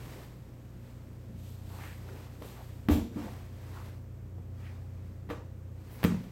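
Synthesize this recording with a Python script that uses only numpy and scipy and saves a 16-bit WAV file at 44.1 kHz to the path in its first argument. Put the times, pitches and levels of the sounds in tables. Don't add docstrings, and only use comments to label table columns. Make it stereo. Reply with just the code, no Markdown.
import sys
import numpy as np
from scipy import signal
from scipy.fft import rfft, irfft, next_fast_len
from scipy.io import wavfile

SR = 44100
rng = np.random.default_rng(int(sys.argv[2]) if len(sys.argv) > 2 else 0)


def waveform_to_disk(signal):
    frames = np.transpose(np.atleast_2d(signal))
    scaled = np.clip(frames, -1, 1) * 32767
    samples = np.round(scaled).astype(np.int16)
    wavfile.write(sys.argv[1], SR, samples)


N = 278491
TIME_S = np.arange(N) / SR
FFT_SIZE = next_fast_len(N + SR // 10, True)
BINS_HZ = np.fft.rfftfreq(FFT_SIZE, 1 / SR)
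LEFT_RIGHT = np.array([[1], [-1]])


def from_db(db):
    return 10 ** (np.asarray(db) / 20)


def at_hz(table, hz, column=1):
    table = np.array(table)
    return np.interp(np.log(np.maximum(hz, 1)), np.log(table[:, 0]), table[:, column])


def add(track, start_s, sound):
    start = int(round(start_s * SR))
    part = sound[..., :max(N - start, 0)]
    track[..., start:start + part.shape[-1]] += part


def drift(rate_hz):
    white = rfft(rng.standard_normal(FFT_SIZE))
    slow = irfft(white / (1 + (BINS_HZ / rate_hz) ** 2), FFT_SIZE)[:N]
    return slow / slow.std()


def lead_left(spectrum, hz, lead_s=0.000068):
    return spectrum * np.exp(2j * np.pi * hz * lead_s / 2 * LEFT_RIGHT)


# freq_hz, correlation
COHERENCE = [(60, 0.83), (125, 0.9), (250, 0.89), (500, 0.42), (1000, 0.39), (2000, 0.46), (4000, 0.13),
             (15000, 0.063)]
def noise(colour, size=N):
    fft_size = next_fast_len(size, True)
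    hz = np.fft.rfftfreq(fft_size, 1 / SR)
    gain = from_db(at_hz(colour, hz))
    spectra = rfft(rng.standard_normal((3, fft_size))) * gain / np.sqrt(np.mean(gain ** 2))
    correlation = at_hz(COHERENCE, hz)
    common = np.sqrt(correlation) * lead_left(spectra[0], hz)
    separate = np.sqrt(1 - correlation) * spectra[1:]
    return irfft(common + separate, fft_size)[:, :size]


# pitch_hz, rms_db
HUM_TONES = [(37, -68.5), (59.4, -53.5), (119.6, -50), (177.4, -68), (237.5, -65), (531.7, -69), (648, -79)]
# time_s, level_db
DRONE_LEVELS = [(0.0, -59), (0.96, -55), (1.53, -45.5), (2.4, -48.5), (2.55, -63), (2.7, -46.5),
                (2.94, -47), (3.03, -49.5), (3.51, -46.5), (3.9, -44.5), (4.17, -48), (4.35, -43.5),
                (5.04, -44.5), (5.31, -47.5), (5.73, -45.1), (6.3, -64)]
# pitch_ratio, gain_db
DRONE_TONES = [(1, 0.5), (1.5, -17.5), (2, -22.5)]
# freq_hz, relative_db
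AIR_SPECTRUM = [(20, -15), (40, -3), (75, -3), (115, 0), (200, -5.5), (320, -9), (550, -16), (800, -22.5),
                (1500, -28), (4000, -38), (8000, -38), (10000, -47), (13000, -38), (16000, -44)]
def ventilation(drone_hz=90.6, sag_hz_per_s=0.27, waver_rad=0.078, air_db=-51):
    hum = sum(from_db(rms_db) * np.sin(2 * np.pi * (pitch_hz * TIME_S + rng.random()))
              for pitch_hz, rms_db in HUM_TONES)
    phase = 2 * np.pi * np.cumsum(drone_hz - sag_hz_per_s * TIME_S) / SR
    phase += waver_rad * drift(rate_hz=2.7)
    swell = from_db(np.interp(TIME_S, *np.transpose(DRONE_LEVELS)))
    drone = swell * sum(from_db(gain_db) * np.sin(ratio * phase) for ratio, gain_db in DRONE_TONES)
    return np.sqrt(2) * (hum + drone) + from_db(air_db) * noise(AIR_SPECTRUM)


# freq_hz, relative_db
RUB_SPECTRUM = [(150, 6.5), (400, 4.5), (650, 0), (950, 0.5), (1400, -4), (2000, -3.5), (3300, -11),
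                (5000, -11.5), (9000, -20)]
# freq_hz, relative_db
SWISH_SPECTRUM = [(1200, -50), (2500, 0.5), (4000, 1.5), (5500, -4), (8000, 0), (9700, -9), (12500, 1),
                  (16000, -10.5)]
# fastest_s, rise_s, fall_s, rub_db, swish_db
JACKET_MOVES = [(0.11, .25, 0.2, -50, -58.5), (0.89, 0.084, 0.11, -60.5, -72), (1.48, 0.11, 0.12, -66, -59),
                (1.84, 0.2, 0.15, -53, -55.5), (2.18, 0.2, 0.13, -51.5, -63), (2.35, .06, 0.068, -60, -66),
                (2.48, 0.07, 0.095, -51.5, -56), (2.62, 0.14, 0.22, -57.5, -62),
                (3.24, 0.1, 0.21, -49.5, -61), (3.801, 0.25, 0.17, -52, -63),
                (4.66, 0.11, 0.18, -55.5, -76), (5.0, 0.16, 0.25, -63.5, -77),
                (6.0, 0.18, 0.33, -52.5, -64)]
def jackets(grip_rub_db=-65, grip_swish_db=-72.5, let_go_s=3.6, fade_db_per_s=29):
    grip = from_db(-fade_db_per_s * np.maximum(TIME_S - let_go_s, 0))
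    rub, swish = from_db(grip_rub_db) * grip, from_db(grip_swish_db) * grip
    for fastest_s, rise_s, fall_s, rub_db, swish_db in JACKET_MOVES:
        width_s = np.where(TIME_S < fastest_s, rise_s, fall_s)
        speed = np.exp(-(np.abs(TIME_S - fastest_s) / width_s) ** 2.15)
        rub = np.hypot(rub, from_db(rub_db) * speed)
        swish = np.hypot(swish, from_db(swish_db) * speed)
    fold_db, weave_db = 0.84 * drift(rate_hz=25), drift(rate_hz=400)
    catch_db = fold_db + weave_db
    return (rub * from_db(catch_db) * noise(RUB_SPECTRUM)
            + swish * from_db(catch_db / 2) * noise(SWISH_SPECTRUM))


# middle_s, level_db, half_width_s, centre_hz
SLIDES = [(0.19, -57, 0.045, 480), (1.714, -55, 0.011, 955), (1.8, -52.5, 0.064, 890),
          (1.865, -51, 0.054, 1920), (2.101, -53, 0.058, 380), (2.092, -54, 0.006, 1360),
          (2.421, -46, 0.0042, 480), (2.454, -47.5, 0.013, 430), (2.475, -60, 0.03, 13000),
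          (2.577, -52.5, 0.0084, 1100), (2.605, -52.5, 0.015, 766), (3.272, -45, 0.021, 665),
          (3.783, -53, 0.035, 1030), (4.67, -58.5, 0.034, 2030), (5.95, -58.5, 0.033, 13100)]
def scuffs(grain_db=2, grain_hz=200, skirt_db=-16):
    out, t = np.zeros((2, N)), TIME_S[:SR // 2]
    for middle_s, level_db, half_width_s, centre_hz in SLIDES:
        band = [(centre_hz / 4, -50), (centre_hz / 2, skirt_db), (centre_hz / 1.15, 0),
                (centre_hz * 1.15, 0), (centre_hz * 2, skirt_db), (centre_hz * 8, -50)]
        start_s = max(middle_s - t[-1] / 2, 0)
        swell = np.exp(-((start_s + t - middle_s) / half_width_s) ** 2 / 2)
        add(out, start_s, from_db(level_db) * swell * noise(band, size=len(t)))
    return out * from_db(grain_db * drift(grain_hz))


# start_s, level_db, pitch_hz, rise_s
THUD_PULSES = [(1.295, -37.5, 199, 0.0046), (1.347, -49, 203, 0.0057), (2.42, -37, 202, 0.0012),
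               (2.886, -14.5, 215, 0.0019), (2.896, -16, 266, 0.003), (2.9078, -21, 73.6, 0.0081),
               (2.9234, -30, 218, 0.0021), (2.950, -25, 269, 0.0039), (3.159, -29, 213, 0.0047),
               (3.166, -34.5, 298, 0.0055), (5.3006, -40.5, 313, 0.0052), (6.0399, -18.5, 106.7, 0.005),
               (6.0479, -12.5, 191, 0.003), (6.098, -26.5, 172, 0.0047)]
def thuds():
    out, t = np.zeros(N), TIME_S[:SR // 4]
    for start_s, level_db, pitch_hz, rise_s in THUD_PULSES:
        swell = t / rise_s * np.exp(1 - t / rise_s)
        add(out, start_s, -from_db(level_db) * swell * np.sin(2 * np.pi * pitch_hz * t))
    return out


# delay_s, gain_db
FLUTTER_TAPS = [(.0235, -17), (.0335, -15), (.0525, -9), (.0735, -10), (.0975, -10.5), (.1185, -17),
                (.160, -21)]
def flutter(blows, cutoff_hz=900):
    out = np.zeros_like(blows)
    dulled = signal.sosfilt(signal.butter(1, cutoff_hz, fs=SR, output="sos"), blows)
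    for delay_s, gain_db in FLUTTER_TAPS:
        add(out, delay_s, from_db(gain_db) * dulled)
    return out


# pitch_hz, gain_db, t60_s
ROOM_MODES = [(80.5, 2.5, 0.22), (175.3, -2.5, 0.22), (292.7, 6, 0.15), (339, 4, 0.26), (465, 17, 0.17),
              (635, 3, 0.43), (775, -16, .35)]
def boom(blows):
    out = 0
    for pitch_hz, gain_db, t60_s in ROOM_MODES:
        radius = from_db(-60 / (t60_s * SR))
        feedforward = np.array([1, 0, -1]) * (1 - radius ** 2) / 2
        feedback = [1, -2 * radius * np.cos(2 * np.pi * pitch_hz / SR), radius ** 2]
        out += from_db(gain_db) * signal.lfilter(feedforward, feedback, blows + 1e-18)
    return out


# freq_hz, t60_s, gain_db
REVERB_BANDS = [(60, 0.64, -15), (177, 0.84, -6), (450, 0.56, 4), (1170, 0.29, 4.5), (4200, 0.47, 3.5),
                (15000, 0.29, 3.5)]
def gym_reverb(blows, build_up_s=0.00067):
    t, response = TIME_S[:SR], 0
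    white = rfft(noise([(20, 0), (20000, 0)], size=SR)) / np.sqrt(SR)
    hz = np.fft.rfftfreq(SR, 1 / SR)
    edges_hz = np.geomspace(30, 20000, 12)
    for low_hz, high_hz in zip(edges_hz, edges_hz[1:]):
        centre_hz = np.sqrt(low_hz * high_hz)
        t60_s, gain_db = at_hz(REVERB_BANDS, centre_hz), at_hz(REVERB_BANDS, centre_hz, column=2)
        fade = (1 - np.exp(-t / build_up_s)) * from_db(-60 * t / t60_s)
        band = irfft(white * ((hz >= low_hz) & (hz < high_hz)), SR)
        response += from_db(gain_db) * band * fade / np.sqrt(np.mean(fade ** 2))
    return signal.fftconvolve(blows[None], response, axes=1)[:, :N]


# freq_hz, relative_db
SLAP_SPECTRUM = [(150, -7), (400, 1), (800, 1), (1500, -3.5), (3000, -3.5), (5000, -8.5), (7500, -7),
                 (9700, -16.5), (12500, -8.5), (16000, -16.5)]
# start_s, level_db, decay_s, tilt_db_per_octave, pocket_hz, room_send_db
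SLAP_HITS = [(2.4222, -38, 0.0022, -1.5, 1020, -2.5), (2.886, -21, 0.0025, -3, 1320, -7),
             (2.896, -33, 0.024, -3, 740, -1.5), (2.904, -42.5, 0.029, 3, 3220, 3.5),
             (3.160, -55.5, 0.058, -3.8, 1150, 7.5), (4.381, -44, 0.0047, -9.5, 794, -1),
             (5.290, -46, 0.014, -3, 1600, -2), (5.3012, -30.5, 0.0051, -4.5, 1480, -4),
             (5.3077, -34, 0.0047, -3.5, 1490, -5), (5.326, -41, 0.01, -4, 1300, -10),
             (6.0302, -28, 0.0052, -2.5, 1490, -25), (6.0403, -15, 0.00097, 0, 1900, -11.5),
             (6.0469, -21, 0.0027, -1.5, 1700, -4.5), (6.239, -48.5, 0.0029, -0.5, 2570, -3)]
def slaps(attack_s=0.0002, pocket_db=5, pocket_octaves=0.36):
    out, t = np.zeros((2, N)), TIME_S[:SR // 2]
    hz = np.maximum(np.fft.rfftfreq(len(t), 1 / SR), 100)
    for start_s, level_db, decay_s, tilt_db_per_octave, pocket_hz, room_send_db in SLAP_HITS:
        octaves = np.log2(hz / pocket_hz)
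        resonance_db = pocket_db * np.exp(-(octaves / pocket_octaves) ** 2 / 2)
        colour = from_db(at_hz(SLAP_SPECTRUM, hz) + tilt_db_per_octave * octaves + resonance_db)
        envelope = (1 - np.exp(-t / attack_s)) * np.exp(-t / decay_s)
        phase = np.angle(rfft(envelope * rng.standard_normal(len(t))))
        burst = irfft(colour * np.exp(1j * phase), len(t))[:len(t) // 2]
        burst *= from_db(level_db) * np.sqrt(np.sum(envelope ** 2) / np.sum(burst ** 2))
        add(out, start_s, np.array([burst, from_db(room_send_db) * burst]))
    return out


def scene(thud_reverb_db=-3):
    thud = thuds()
    slap, slap_send = slaps()
    reflected = flutter(thud + slap_send) + boom(thud + slap_send)
    near_spectrum = rfft(thud + slap + reflected, FFT_SIZE)
    near = irfft(lead_left(near_spectrum, BINS_HZ), FFT_SIZE)[:, :N]
    tail = gym_reverb(from_db(thud_reverb_db) * thud + slap_send)
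    return near + tail + jackets() + scuffs() + ventilation()


# freq_hz, left_minus_right_db
MIC_BALANCE = [(60, 0), (250, -1), (1000, -1.9), (3400, -3.5), (5500, 2.5), (7400, .5), (8600, 8),
               (10200, -4), (12700, 2), (16000, -8)]
def record(dry, low_cut_hz=30, high_cut_hz=15900):
    balance = from_db(at_hz(MIC_BALANCE, BINS_HZ) / 2 * LEFT_RIGHT)
    coloured = irfft(rfft(dry, FFT_SIZE) * balance, FFT_SIZE)[:, :N]
    low_cut = signal.butter(2, low_cut_hz, "high", fs=SR, output="sos")
    high_cut = signal.ellip(10, 0.2, 70, high_cut_hz, fs=SR, output="sos")
    return signal.sosfilt(high_cut, signal.sosfilt(low_cut, coloured))


dry = scene()
out = record(dry)
waveform_to_disk(out)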